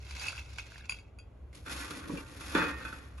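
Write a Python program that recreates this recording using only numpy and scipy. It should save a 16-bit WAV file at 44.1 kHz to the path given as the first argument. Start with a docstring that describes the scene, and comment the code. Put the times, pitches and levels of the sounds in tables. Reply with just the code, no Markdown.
"""Ice cubes strike a hand-held glass, each a dull knock, a tick and decaying glass modes.
Ice sliding off a scoop rattles around them: dense random impacts exciting short modes and grit.
The scoop then digs into a metal ice bucket: the heap crunches as impacts drive body and wall modes,
and timed blows, one of them hard, ring the wall. Behind lie filtered-noise air and a wavering low rumble.
A close pair of microphones is formed from a common and a differing part."""
import sys
import numpy as np
from scipy import signal
from scipy.fft import rfft, irfft
from scipy.io import wavfile

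SR = 44100
rng = np.random.default_rng(int(sys.argv[2]) if len(sys.argv) > 2 else 0)


def generate_wav(sig):
    """Save sig (samples, or channels by samples) to the path in sys.argv[1] as 16-bit PCM at SR."""
    pcm = np.round(np.clip(np.atleast_2d(sig).T, -1, 1) * 32767).astype(np.int16)
    wavfile.write(sys.argv[1], SR, pcm)


N = 141120  # samples

SPOT_DB = 4  # range over which a mode's strength varies with the spot struck
GRAIN_DB = 3.5  # scale of the spread of impact sizes

# Cubes striking the glass, levels before the trims below:
# start_s, knock_level_db, knock_pitch_hz, glass_level_db, tick_level_db
CLINKS = [(0.0488, -52.5, 2170, -59.5, -57), (0.1092, -44, 2340, -54.5, -43.5),
          (0.1959, -57, 2760, -47, -61), (0.226, -42, 2500, -57, -47), (0.244, -40, 2700, -58, -47),
          (0.2686, -37, 2690, -44, -45), (0.2837, -24.5, 2580, -39, -52), (0.329, -40, 1480, -55.5, -61),
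          (0.3531, -44, 1506, -55, -66), (0.3684, -47, 2620, -55, -46), (0.379, -34, 2620, -65, -56),
          (0.5841, -36.5, 2560, -69, -38), (0.7196, -44, 1580, -73, -51), (0.7578, -39.5, 1720, -70, -62),
          (0.7797, -50, 2450, -68, -48), (0.809, -44, 1660, -67, -65), (0.856, -54, 2400, -70, -54),
          (0.8948, -26, 2435, -36.5, -50), (0.9224, -31, 2617, -52, -69.5), (0.9436, -39.5, 2620, -58, -73),
          (0.987, -43.5, 2500, -60, -66), (1.187, -51.5, 2510, -56.5, -61)]
# Free modes of the glass: pitch_hz, relative_level_db, t60_s
GLASS_MODES = [(1456, -2.5, 0.13), (2500, -1, 0.2), (2620, -0.5, 0.24), (2760, -2, 0.13), (3290, -8, 0.3),
               (4720, 5.5, 0.13), (6790, -1, 0.13)]
# Bright crack of a cube on bare glass: frequency_hz, level_db
SNAP_SPECTRUM = [(1000, -7), (4000, -10), (7500, -12), (9700, 6.5), (12000, -23)]
# Icy grit, also heard in the slide: frequency_hz, level_db
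ICE_GRIT_SPECTRUM = [(500, -11.5), (1000, -1.5), (3500, -7), (7000, -9.5), (12000, -21)]
CLUSTER_SPREAD = 0.0081  # side modes lie up to this share of the pitch away
POUR_ENDS_S, POUR_DAMPING = 0.88, 0.75  # until then pouring ice damps the glass; factor on its decay times
FLUTTER = 0.66  # depth of the throb: loose ice against the glass


def clinks():
    """Modal excitation: each cube gives a dull pitched knock and a tick, and sets the glass ringing."""
    out = np.zeros((2, N))
    for start_s, knock_db, pitch_hz, glass_db, tick_db in CLINKS:
        damping = POUR_DAMPING if start_s < POUR_ENDS_S else 1
        # each glass mode is a close cluster of three
        cluster = []
        for hz, db, t60 in GLASS_MODES:
            for k in (-1, 0, 1):
                side_hz = hz * (1 + CLUSTER_SPREAD * k * rng.random())
                cluster.append((side_hz, db - 4 * abs(k), damping * t60 / (1 + 1.1 * abs(k))))
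        tap = gain_of(knock_db) * knock(pitch_hz, t60=0.017, tail_db=-21)
        glass = gain_of(glass_db + 7.5) * peaked(ring(cluster, SPOT_DB, flutter=FLUTTER))
        short_snap = gain_of(glass_db + 2) * peaked(crack(SNAP_SPECTRUM, t60=0.021))
        long_snap = gain_of(glass_db - 1) * peaked(crack(SNAP_SPECTRUM, t60=0.13))
        tick = gain_of(tick_db + 5) * peaked(crack(ICE_GRIT_SPECTRUM, t60=0.032))
        add(out, start_s, tap + glass)
        add(out, start_s, short_snap + long_snap)
        add(out, start_s, tick)
    return out


def knock(hz, t60, tail_db):
    """Heavily damped modes: a tap that swells over two cycles, with an undertone and a weaker, longer tail."""
    tail_t60 = 0.11  # s
    modes = [(hz, 0, t60), (hz * 1.037, -5, t60),
             (hz * 0.442, -16, t60),  # low undertone
             (hz * 1.03, tail_db, tail_t60), (hz * 0.89, tail_db, tail_t60)]
    return peaked(ring(modes, SPOT_DB, rise_s=2 / hz))


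# Ice sliding from the scoop, levels before trims: start_s, rattle_level_db, treble_level_db
SLIDE = [(0.0, -64.5, -64), (0.274, -43.5, -44), (0.346, -49.5, -56), (0.39, -50, -53), (0.434, -63, -64),
         (0.576, -56, -59), (0.584, -42, -51), (0.648, -61.5, -61), (0.772, -56.5, -60),
         (0.884, -60.5, -72), (0.894, -57, -49.5), (1.028, -67.5, -76), (1.1, -74, -86)]
# Damped resonances of glass and scoop: pitch_hz, width_hz, relative_level_db
SLIDE_BODY = [(1455, 190, 1.5), (1660, 200, -6), (2176, 170, -2.5), (2296, 280, -2), (2660, 59, -4),
              (3330, 110, -13.5)]


def slide():
    """Random impact excitation: dense contacts in the damped glass and scoop, with grit and loose chips."""
    body = []
    for _ in range(12):
        # each spot is tuned a little apart; a wider resonance decays sooner
        modes = [(hz * (1 + 0.0586 * rng.uniform(-0.965, 1)), db, 5.8 / width)
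                 for hz, width, db in SLIDE_BODY]
        body.append(ring(modes, uneven_db=11))
    grit = [crack(ICE_GRIT_SPECTRUM, t60=0.055) for _ in range(6)]
    rattle_drive = contacts(500, 4.6) * level(SLIDE, 1) * gain_of(-2.5)
    grit_drive = contacts(700, GRAIN_DB) * level(SLIDE, 2)
    chip_drive = contacts(140, GRAIN_DB) * level(SLIDE, 2) * gain_of(-8.5)
    return played(rattle_drive, body) + played(grit_drive, grit) + played(chip_drive, chips())


CHIP_HZ, CHIP_T60_S, CHIP_RISE_S = (2760, 7180), 0.038, 0.00064  # pitch range, decay, onset


def chips():
    """Small resonators: pieces of loose ice ring briefly, each at its own pair of pitches."""
    pairs = rng.uniform(*CHIP_HZ, (16, 2))
    return [ring([(hz, 0, CHIP_T60_S) for hz in pair], SPOT_DB, CHIP_RISE_S) for pair in pairs]


# Scoop working in the bucket, levels before trims: start_s, body_level_db, wall_level_db, treble_level_db
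DIG = [(1.52, -79, -85, -100), (1.55, -58, -63, -65), (1.614, -59.5, -71, -80), (1.646, -78, -69, -76),
       (1.67, -51.5, -48.5, -64.5), (1.71, -50.5, -45, -55.5), (1.838, -49.5, -45, -60),
       (1.862, -56.5, -49, -63), (1.982, -47, -49, -62), (2.034, -54, -51.5, -70.5),
       (2.116, -40.5, -55, -66), (2.198, -50, -47, -64.5), (2.24, -58.5, -62, -74),
       (2.534, -51, -45.5, -58), (2.552, -33, -27.5, -59), (2.604, -36, -32.5, -63),
       (2.7, -42.5, -38.5, -63.5), (2.74, -49, -46.5, -73.5), (2.878, -54.5, -49.5, -66.5),
       (3.146, -63.5, -64.5, -83.5), (3.2, -74, -62, -74)]
# Low modes of the bucket, also struck by the blows: pitch_hz, relative_level_db, t60_s
BODY_MODES = [(172.2, -6, 0.13), (223, -14.5, 0.13), (280.4, 1, 0.12), (302, 2.5, 0.07), (331, -4.5, 0.16),
              (403, -7.5, 0.12), (483.4, -6.5, 0.14), (535, -1.5, 0.061)]
# Modes of the bucket wall, also struck by the blows: pitch_hz, relative_level_db, t60_s
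WALL_MODES = [(892, -11.5, 0.65), (1089, -5, 0.21), (1184, -5, 0.24), (1271, -11, 0.38), (1404, 0, 0.34),
              (1499, -0.5, 0.32), (1564, -8, 0.3), (1721, 1, 0.2), (1840, -4.5, 0.81), (2050, -9.5, 0.12),
              (2380, -9, 0.16), (2510, -4.5, 0.28), (2660, -6.5, 0.09), (3480, -7, 0.11)]
# Scrape of the scoop: frequency_hz, level_db
SCRAPE_SPECTRUM = [(650, -6), (1200, 7), (2500, -4.5), (4000, -13), (12000, -35)]
# Crunch of the heap, also the crack of the blows: frequency_hz, level_db
CRUNCH_SPECTRUM = [(600, -3.5), (2500, 2), (5000, -2), (9000, -3.5), (12000, -6)]


def dig():
    """Granular excitation: shifting ice drives low body, free and ice-damped wall modes, scrape and crunch."""
    low_shapes = []
    for _ in range(8):
        modes = [(hz * rng.uniform(0.94, 1.04), db, t60) for hz, db, t60 in BODY_MODES]
        low_shapes.append(ring(modes, uneven_db=7, rise_s=0.00096))
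    free_shapes = [ring(WALL_MODES, 2 * SPOT_DB) for _ in range(4)]
    damped_shapes = []
    for _ in range(6):
        # ice on the wall shifts each mode and cuts its decay to a fifth
        modes = [(hz * (1 + 0.064 * rng.uniform(-0.85, 1)), db, t60 * 0.2) for hz, db, t60 in WALL_MODES]
        damped_shapes.append(ring(modes, uneven_db=37))
    scrapes = [crack(SCRAPE_SPECTRUM, t60=0.056) for _ in range(5)]
    crunches = [crack(CRUNCH_SPECTRUM, t60=0.042) for _ in range(6)]

    body_level, wall_level, treble_level = level(DIG, 1), level(DIG, 2), level(DIG, 3)
    low = played(contacts(600, 1.14) * body_level * gain_of(-0.5), low_shapes)
    free_wall = played(contacts(700, 1.7) * wall_level * gain_of(-5), free_shapes)
    damped_wall = played(contacts(250, 6.2) * wall_level * gain_of(-8.5), damped_shapes)
    scrape = played(contacts(900, GRAIN_DB) * wall_level * gain_of(-4.5), scrapes)
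    crunch = played(contacts(1200, GRAIN_DB) * treble_level * gain_of(11.5), crunches)
    return low + free_wall + damped_wall + scrape + crunch


# Blows on the bucket, levels before trims:
# start_s, knock_level_db, knock_pitch_hz, wall_level_db, body_level_db, crack_level_db
BLOWS = [(1.529, -45, 2060, -59, -59, -59), (1.6612, -29, 1630, -38.5, -50, -65),
         (1.6951, -33, 1580, -39, -52, -48), (1.907, -28.5, 1350, -42.5, -40.5, -39),
         (2.0948, -28.5, 1100, -64, -30.5, -68), (2.121, -23.5, 174.6, -62, -42, -67),
         (2.173, -28, 2660, -50, -40, -59), (2.4077, -38, 1487, -40, -44.5, -46.5),
         (2.5492, -20, 1064, -19, -19, -38), (2.587, -23, 1420, -28.5, -31, -41),
         (2.628, -22, 1553, -33, -36, -60), (2.8504, -22, 1463, -35, -45, -49),
         (2.9267, -22.5, 1460, -46.5, -46, -60), (3.178, -43, 1170, -59, -71, -54.5)]


def blows():
    """Impulse response: each single hit gives a knock, the wall's ring, a damped low thump and a crack."""
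    out = np.zeros((2, N))
    thump_modes = [(hz, db, t60 * 0.28) for hz, db, t60 in BODY_MODES]
    for start_s, knock_db, pitch_hz, wall_db, body_db, crack_db in BLOWS:
        tap = gain_of(knock_db - 11.5) * knock(pitch_hz, t60=0.022, tail_db=-8.5)
        wall = gain_of(wall_db) * peaked(ring(WALL_MODES, uneven_db=5.5, rise_s=0.0019))
        thump = gain_of(body_db) * peaked(ring(thump_modes, SPOT_DB, rise_s=0.0085))
        burst = gain_of(crack_db + 6.5) * peaked(crack(CRUNCH_SPECTRUM, t60=0.085))
        add(out, start_s, tap + wall)
        add(out, start_s, thump)
        add(out, start_s, burst)
    return out


# Spectrum of the air: frequency_hz, level_db
AIR_SPECTRUM = [(100, 6.5), (200, 5), (600, -1.5), (900, -8), (1700, -14.5), (3000, -22), (5000, -37),
                (8000, -34), (12000, -78.5)]
AIR_DB = -60.5  # RMS level before the pair is formed
# Wavering of the rumble: start_s, level_db
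RUMBLE = [(0, -50), (.4, -46.5), (1.1, -52.5), (1.6, -48), (3.2, -49.5)]
# Spectrum of the rumble: frequency_hz, level_db
RUMBLE_SPECTRUM = [(20, -46), (40, -18), (52, -4), (66, 6), (85, -5), (110, -6.5), (150, -17), (220, -61)]


def outdoors():
    """Filtered noise: steady air and a low, wavering rumble."""
    air = gain_of(AIR_DB) * evened(coloured(rng.standard_normal((2, N)), AIR_SPECTRUM))
    rumble = evened(coloured(rng.standard_normal((2, N)), RUMBLE_SPECTRUM)) * level(RUMBLE, 1)
    return air + rumble


FLUTTER_HZ = 100  # centre rate; each mode throbs at 0.5 to 1.5 times this


def ring(modes, uneven_db, rise_s=0.0014, flutter=0):
    """Modal synthesis: one blow as decaying sines, a common and a differing part; common energy 1."""
    t = np.arange(SR // 3) / SR
    hz, db, t60 = np.transpose(modes)[:, :, None]
    draw = rng.random((len(modes), 4))  # two phases, strength, throb rate
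    strength_db = db + uneven_db * (draw[:, 2:3] - 0.5)
    size = gain_of(strength_db - 60 * t / t60) * np.minimum(t / rise_s, 1)
    size = size * (1 - t / t[-1]) ** 0.58  # fades to silence at the end
    throb_hz = FLUTTER_HZ * (0.5 + draw[:, 3:])
    size = size * (1 - flutter * np.sin(np.pi * throb_hz * t) ** 2)
    out = np.array([(size * np.sin(2 * np.pi * (hz * t + draw[:, k:k + 1]))).sum(0) for k in (0, 1)])
    return out / np.linalg.norm(out[0])


def crack(points, t60):
    """Noise burst: coloured noise under exponential decay, two independent parts; common energy 1."""
    t = np.arange(4096) / SR
    out = coloured(rng.standard_normal((2, 4096)), points) * gain_of(-60 * t / t60)
    return out / np.linalg.norm(out[0])


def contacts(per_s, spread_db):
    """Poisson-like impact train: random signs, many small impacts and a few large; RMS 1."""
    size_db = spread_db * np.minimum(rng.exponential(1, N), 4)
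    size = gain_of(size_db) * rng.choice([-1., 1.], N)
    return evened(size * (rng.random(N) < per_s / SR))


def played(drive, shapes):
    """Convolution: each impact lands on another spot, so takes one of several responses."""
    spot = rng.integers(0, len(shapes), N)
    return sum(signal.oaconvolve((drive * (spot == k))[None], shape, axes=1)[:, :N]
               for k, shape in enumerate(shapes))


def coloured(x, points):
    """Spectral shaping: filters the last axis by a spectrum given in dB."""
    f, db = np.transpose(points)
    hz = np.fft.rfftfreq(x.shape[-1], 1 / SR)
    gain = gain_of(np.interp(np.log(hz + 1), np.log(f), db))
    return irfft(rfft(x) * gain, x.shape[-1])


def level(curve, column):
    """Amplitude envelope: gain over time from one dB column, practically silent outside the curve."""
    rows = np.array(curve)
    return gain_of(np.interp(np.arange(N) / SR, rows[:, 0], rows[:, column], left=-140, right=-140))


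def gain_of(db):
    """Decibel law: amplitude ratio from a level in dB."""
    return 10 ** (np.asarray(db) / 20)


def evened(x):
    """RMS normalisation: scales to an RMS of 1 over all samples together."""
    return x / np.sqrt(np.mean(x ** 2) + 1e-20)


def peaked(x):
    """Peak normalisation: scales both parts so that the common one peaks at 1."""
    return x / abs(x[0]).max()


def add(mix, start_s, sound):
    """Superposition: adds a sound into the mix in place, cut at the end."""
    part = mix[:, round(start_s * SR):][:, :sound.shape[1]]
    part += sound[:, :part.shape[1]]


def scene():
    """Sum and difference: all sources add, then form the left and right signals."""
    common, apart = clinks() + slide() + dig() + blows() + outdoors()
    return np.array([common + apart, common - apart])


# Filter on the common part: narrow dips, a hole near 8 kHz, steep top cut: frequency_hz, level_db
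MID_SPECTRUM = [(1650, 0), (1790, -8.5), (1950, 1), (2850, 1), (3050, -4), (3250, 1.5), (3900, -0.5),
                (4200, 2), (7400, 1), (7800, -10), (8900, -15), (9400, -1), (11500, 4.5), (11900, -13),
                (12300, -28)]
# Filter on the differing part: weak bass, steep top cut: frequency_hz, level_db
SIDE_SPECTRUM = [(60, -27.5), (140, -11.5), (300, -9.5), (700, -3), (1500, -6), (2400, -6), (3500, 1.5),
                 (5300, -2.5), (7000, -7.5), (7700, 2.5), (9300, 3), (10000, -13), (11800, -28)]
EDGE_HZ = 12600  # upper band limit


def record(dry):
    """Mid-side filtering: the common part dips around 8 kHz, the difference is weak in bass and top."""
    mid = coloured((dry[0] + dry[1]) / 2, MID_SPECTRUM)
    side = coloured((dry[0] - dry[1]) / 2, SIDE_SPECTRUM)
    pair = np.array([mid + side, mid - side])
    lowpass = signal.firwin(511, EDGE_HZ, window=("kaiser", 9), fs=SR)
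    return signal.oaconvolve(pair, lowpass[None], "same")


dry = scene()
out = record(dry)
generate_wav(out)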